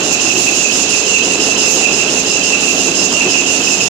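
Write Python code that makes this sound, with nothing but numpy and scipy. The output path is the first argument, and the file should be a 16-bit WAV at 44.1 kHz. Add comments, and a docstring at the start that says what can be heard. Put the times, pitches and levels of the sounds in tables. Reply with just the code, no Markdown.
"""A paper rewinder runs steadily in a factory hall. From the start, rollers and gears rumble, motors hum,
a drive whines and the paper web hisses. On the right, the four slanted blades of the perforating roller
shear along a fixed knife, about six strokes a second: each bites with a chirp and a zing, scrapes grittily
and sings a falling squeal that flares as it slips off. The hall adds a dull tail. Some strokes end in a
brief bright crackle, like overload. Now and then a roller knocks the frame or the paper swishes."""
import sys
import numpy as np
from scipy import signal
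from scipy.fft import rfft, irfft
from scipy.io import wavfile
from scipy.ndimage import uniform_filter1d, minimum_filter1d

SR = 44100
rng = np.random.default_rng(int(sys.argv[2]) if len(sys.argv) > 2 else 0)


def generate_wav(sig):
    """Save sig (samples, or channels by samples) to the path in sys.argv[1] as 16-bit PCM at SR."""
    pcm = np.round(np.clip(np.atleast_2d(sig).T, -1, 1) * 32767).astype(np.int16)
    wavfile.write(sys.argv[1], SR, pcm)


N = 176400

# narrow, sizzling treble of blades and paper: freq_hz, level_db
SIZZLE_SPECTRUM = [(3000, -32), (4800, -9), (5800, -5.5), (6550, 3), (7100, -1), (7600, -2), (8100, -20.5),
                   (10000, -45), (15000, -80)]
# broad, airy treble of crackles and swishes: freq_hz, level_db
SWISH_SPECTRUM = [(3000, -17.5), (5500, 3), (6700, 3.5), (8200, -6), (10000, -2.5), (12000, -4.5),
                  (15500, -12.5)]


def undb(db):
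    return 10 ** (np.asarray(db) / 20)


def unit(x):
    return x / np.sqrt(np.mean(x ** 2))


def times():
    return np.arange(N) / SR


def curve(rows):
    """Gain over time from (time_s, level_db) rows, around their mean."""
    time_s, db = np.array(rows).T
    return undb(np.interp(times(), time_s, db - db.mean()))


def pan(db):
    """Left and right gains for a level difference; negative is to the right."""
    return unit(undb(np.array([[db], [-db]]) / 2))


def walk(rate_hz):
    """Smooth random drift with a spread of 1."""
    f = np.fft.rfftfreq(N, 1 / SR)
    return unit(irfft(rfft(rng.standard_normal(N)) / (1 + (f / rate_hz) ** 2), N))


def colour(x, points):
    """EQ through (freq_hz, level_db) points."""
    hz, db = np.array(points).T
    f = np.fft.rfftfreq(N, 1 / SR) + 1
    return irfft(rfft(x) * undb(np.interp(np.log(f), np.log(hz), db)), N)


def gate(age, hold_s, release_s, attack_s=.012):
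    """Linear attack, then an exponential release from hold_s on."""
    return np.clip(age / attack_s, 0, 1) * np.exp(-np.maximum(age - hold_s, 0) / release_s)


def bump(age, half_s):
    return np.exp(-(age / half_s) ** 2)


def rollers():
    """Rollers and gears rumble, throb and judder; the bass sits near the centre."""
    # body of the rumble: freq_hz, level_db
    spectrum = [(15, -34.5), (25, -17.5), (62, -24.5), (100, -13), (150, -8.5), (185, -5.5), (240, -2),
                (300, -1), (370, -0.5), (450, -3.5), (560, -6.5), (750, -8), (1000, -13), (2000, -20.5),
                (3000, -44)]
    # stereo width: freq_hz, side_minus_mid_db
    width = [(30, -16), (120, -23), (280, -15), (500, -9), (900, -5), (2000, 2.5)]
    # slow swell: time_s, relative_db
    swell = [(0, 2.5), (.4, .5), (.65, 0), (1.2, 0.6), (1.4, 2), (1.65, 1.5), (1.9, 2.6), (2.3, 0.5),
             (2.9, 1.4), (3.3, 1.5), (3.85, 0.5)]
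    # two out-of-balance rollers beating against each other: turns_per_s, heavy_moment_s, depth_db
    throbs = [(8.0, 0.393, 0.8), (8.375, 0.376, 0.73)]
    mid, side = rng.standard_normal((2, N))
    noise = mid + colour(side, width) * np.array([[1], [-1]])
    throb_db = sum(db * np.cos(2 * np.pi * rate * (times() - s)) for rate, s, db in throbs)
    rumble = unit(colour(noise * undb(throb_db + walk(90)), spectrum))
    return undb(-21) * pan(-.45) * rumble * curve(swell)


def tone(hz, db, wander, nearest_s, fade_db_per_s=3):
    """A wavering tone, loudest as the listener passes its spot along the machine."""
    phase = 2 * np.pi * np.cumsum(hz * (1 + wander * walk(12))) / SR
    passing = undb(db - fade_db_per_s * np.abs(times() - nearest_s))
    return passing * unit(np.sin(phase) * undb(2 * walk(3.2)))


def motors(flutter_hz=25.5, flutter_depth=.9):
    """Hum of the motors and the thin, fluttering whine of their drive."""
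    # motor tones: pitch_hz, level_db, wander_share, nearest_s
    tones = [(49.4, -52, .008, 2.4), (188.4, -35, 0.0121, 3.8), (269.5, -30, 0.0032, 3.25),
             (428.5, -30, .003, 1.7), (628, -38.5, 0.0018, 2.4), (696, -42.5, 0.0065, 2)]
    hum = sum(tone(*row) for row in tones)
    flutter = 1 + flutter_depth * np.sin(2 * np.pi * flutter_hz * times())
    return hum + pan(-2.5) * flutter * tone(hz=4002, db=-35.5, wander=.0003, nearest_s=1.5)


def grit(rate_hz, rough_db):
    """Friction: noise in tiny uneven bursts, at the same moments in both channels."""
    return unit(rng.standard_normal((2, N)) * undb(rough_db * np.clip(walk(rate_hz), -2, 2)))


def paper():
    """The running web hisses, and swishes with a rasp on the right."""
    # hiss of the web: freq_hz, level_db
    spectrum = [(800, -10.5), (1500, -3.5), (2200, -1), (3600, 5.5), (5000, 2.5), (7000, -2), (8500, -7),
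                (11000, -15), (15500, -30)]
    # bright swishes, about once a second: peak_s, half_length_s, relative_db
    swishes = [(.43, 0.15, -30), (.72, 0.12, -38), (1.717, 0.047, -22.5), (2.76, .13, -33.5),
               (3.7, .17, -34)]
    hiss = undb(-24) * pan(-5) * unit(colour(grit(140, 1.5), spectrum))
    swell = sum(undb(db) * bump(times() - s, half_s) for s, half_s, db in swishes)
    bright = unit(colour(grit(500, 2.1), SWISH_SPECTRUM))
    rasp = undb(11.5) * pan(-19.5) * unit(colour(grit(350, 2.5), SIZZLE_SPECTRUM))
    return hiss + swell * (bright + rasp)


def blade_strokes(contact_s=.11, slip_s=.112):
    """Envelopes of scrape, squeal, zing, sizzle and bite, and the squeal's pitch, as blades come round."""
    # the four blades in turn: zing_length_s, slip_squeal_db, slip_sizzle_db
    blades = [(.04, -6.5, -4), (.095, -2.5, -0.5), (.04, -6, -9), (.035, -8.5, -2.5)]
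    # accents of the strokes, four to a turn: start_s, scrape_db, sizzle_db, squeal_db, zing_db
    strokes = [(0.026, -1, -2.5, -4.5, -7), (0.197, 0, -0.5, 0, 0), (0.369, 1.5, 0, -2, -2),
               (0.541, 1.5, 3, -6.5, -7), (0.712, 2.5, 3, -9.5, -1.0), (0.883, 2.5, 1.5, -6, -1),
               (1.055, -1.5, 1.5, 5.5, -4), (1.227, -1.5, -2.5, 1, -0.5), (1.399, 1.0, 1.5, -2.5, 4),
               (1.57, 0.5, 0, 4, 3.0), (1.742, 1, 1.0, 4, -1.0), (1.914, -2, 0, -1.5, 2),
               (2.085, -1, -2.5, -7.5, -2.5), (2.256, -3.5, -1, -1.5, 2.5), (2.428, -1, -1.0, 4, 2.5),
               (2.6, 0.5, -3.5, 0.5, -1.0), (2.771, 0.0, -1.5, -10, -0.0), (2.942, -1, 0.5, -1.5, 3.0),
               (3.114, -2.0, -3, 5, -1.5), (3.286, -3, -1, 4, 3), (3.458, 1, 1, -0.5, -2.5),
               (3.629, -0.5, -1, -6.5, 2.5), (3.801, -1.0, -1, 2.5, 4)]
    high_hz, rest_hz, fall_s, build_s = 2809., 2632., .06, .11  # the squeal sinks as it builds
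    t = times()
    scrape, squeal, zing, sizzle, bite = np.zeros((5, N))
    squeal_hz = np.full(N, rest_hz)
    for k, (start, scrape_db, sizzle_db, squeal_db, zing_db) in enumerate(strokes):
        zing_s, slip_squeal_db, slip_sizzle_db = blades[k % len(blades)]
        near = (t > start - .1) & (t < start + .5)
        age = t[near] - start
        contact = gate(age, contact_s, release_s=.027)
        build = 1 - np.exp(-np.maximum(age, 0) / build_s)
        singing = build * gate(age, contact_s, release_s=.011)
        scrape[near] += undb(scrape_db) * contact
        squeal[near] += undb(squeal_db) * (singing + undb(slip_squeal_db) * bump(age - slip_s, .011))
        zing[near] += undb(zing_db) * gate(age, zing_s, release_s=.02)
        sizzle[near] += undb(sizzle_db) * (contact + undb(slip_sizzle_db) * bump(age - slip_s, .014))
        bite[near] += bump(age - .002, half_s=.014)
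        squeal_hz[near] += (high_hz - rest_hz) * gate(age, .03, fall_s)
    return scrape, squeal, zing, sizzle, bite, squeal_hz


def chatter(hz, width_hz, rate_hz, rough_db):
    """A steep steel resonance shaken by stick-slip bursts; its pitch may glide."""
    push = grit(rate_hz, rough_db) * np.exp(2j * np.pi * rng.random((2, N)))
    f = np.fft.fftfreq(N, 1 / SR)
    body = np.fft.ifft(np.fft.fft(push) / (1 + 2j * f / width_hz) ** 2)
    carrier = np.exp(2j * np.pi * np.cumsum(hz * np.ones(N)) / SR)
    return unit(np.real(body * carrier))


def perforator():
    """The blades shear along the knife; the steel keeps singing and sizzling between strokes."""
    # scrape of blade on knife: freq_hz, level_db
    spectrum = [(1000, -24.5), (2200, -12.5), (3400, -2), (4600, -3.5), (5600, 0), (7500, -5), (8300, -7),
                (9500, -8), (11500, -19.5), (15500, -30)]
    # strokes on which the squeal flares up: peak_s, relative_db
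    flares = [(.148, 3.5), (.315, 1), (0.486, 7), (.655, 2), (.945, 1), (1.164, 5), (1.86, 6.5),
              (2.36, -12), (2.535, -3), (2.63, -0.5), (2.695, -1.5), (3.218, 5.5), (3.35, 0.5), (3.679, 1),
              (3.812, 1)]
    # brief bright crackles, like overload, at the ends of some strokes: peak_s, level_db
    crackles = [(.136, -13.5), (.825, -23), (1.17, -22), (2.197, -21), (3.052, -20.5), (3.4, -24.5)]
    scrape, squeal, zing, sizzle, bite, squeal_hz = blade_strokes()
    flare = sum(undb(db) * bump(times() - s, half_s=.012) for s, db in flares)
    crackle = sum(undb(db) * bump(times() - s, half_s=.012) for s, db in crackles)
    sizzle_gain = undb(-17) * unit(sizzle + 1.09) + crackle
    out = undb(-24) * pan(-5) * scrape * unit(colour(grit(600, 1.9), spectrum))
    out += pan(-26) * sizzle_gain * unit(colour(grit(310, 1.6), SIZZLE_SPECTRUM))
    out += undb(-7.5) * pan(-8.5) * crackle * unit(colour(grit(600, 3), SWISH_SPECTRUM))
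    steel = chatter(squeal_hz + 25 * walk(24.6), width_hz=233, rate_hz=120, rough_db=2.9)
    out += undb(-18) * pan(-10) * unit(squeal + .69) * steel
    out += undb(-23.5) * pan(-12.5) * unit(flare) * chatter(2606, width_hz=150, rate_hz=100, rough_db=1.5)
    out += undb(-23) * pan(-6) * bite * chatter(3074, width_hz=290, rate_hz=200, rough_db=1.6)
    return out + undb(-23) * pan(-5) * zing * chatter(5185, width_hz=380, rate_hz=200, rough_db=2)


def hall(x, t60_s=1):
    """A diffuse, duller tail from the factory walls."""
    # tone of the reflections: freq_hz, level_db
    walls = [(3000, 1.5), (6000, 1), (9000, -14)]
    t = times()
    tail = rng.standard_normal((2, N)) * np.exp(-np.log(1000) * t / t60_s) * (t > .008)
    tail /= np.sqrt(np.sum(tail ** 2, axis=1, keepdims=True))
    return undb(-7) * signal.fftconvolve(colour(x, walls), tail, axes=1)[:, :N]


def frame_knocks():
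    """Now and then a roller bumps the frame, which rings briefly."""
    # dull knocks: start_s, pitch_hz, level_db
    knocks = [(.24, 331, -18.5), (.365, 359, -15), (.5, 350, -23), (1.384, 333, -18), (2.64, 259, -17),
              (2.745, 418, -19.5), (2.87, 328, -18), (3.25, 366, -14.5)]
    out = 0
    for start, hz, db in knocks:
        age = times() - start
        ring = np.sin(2 * np.pi * hz * age + .5 * walk(40))
        out = out + undb(db) * gate(age, hold_s=.012, release_s=.035) * ring
    return out


def scene():
    """The blades and their hall tail over the dry bed of the machine."""
    blades = perforator()
    return blades + hall(blades) + paper() + rollers() + frame_knocks() + motors()


def record(dry):
    """A fast limiter holds the highest peaks, the sound stops just before the end and the top is cut."""
    ceiling, reaction_s, stop_s, top_hz = .98, .0028, 3.885, 15400
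    window = int(reaction_s * SR)
    needed_gain = np.minimum(1, ceiling / (np.abs(dry).max(axis=0) + 1e-9))
    gain = uniform_filter1d(minimum_filter1d(needed_gain, window), window)
    fade = np.clip((stop_s - times()) / .005, 0, 1)
    lowpass = signal.ellip(8, .2, 70, top_hz, fs=SR, output="sos")
    return signal.sosfilt(lowpass, np.clip(dry * gain, -1, 1) * fade)


dry = scene()
out = record(dry)
generate_wav(out)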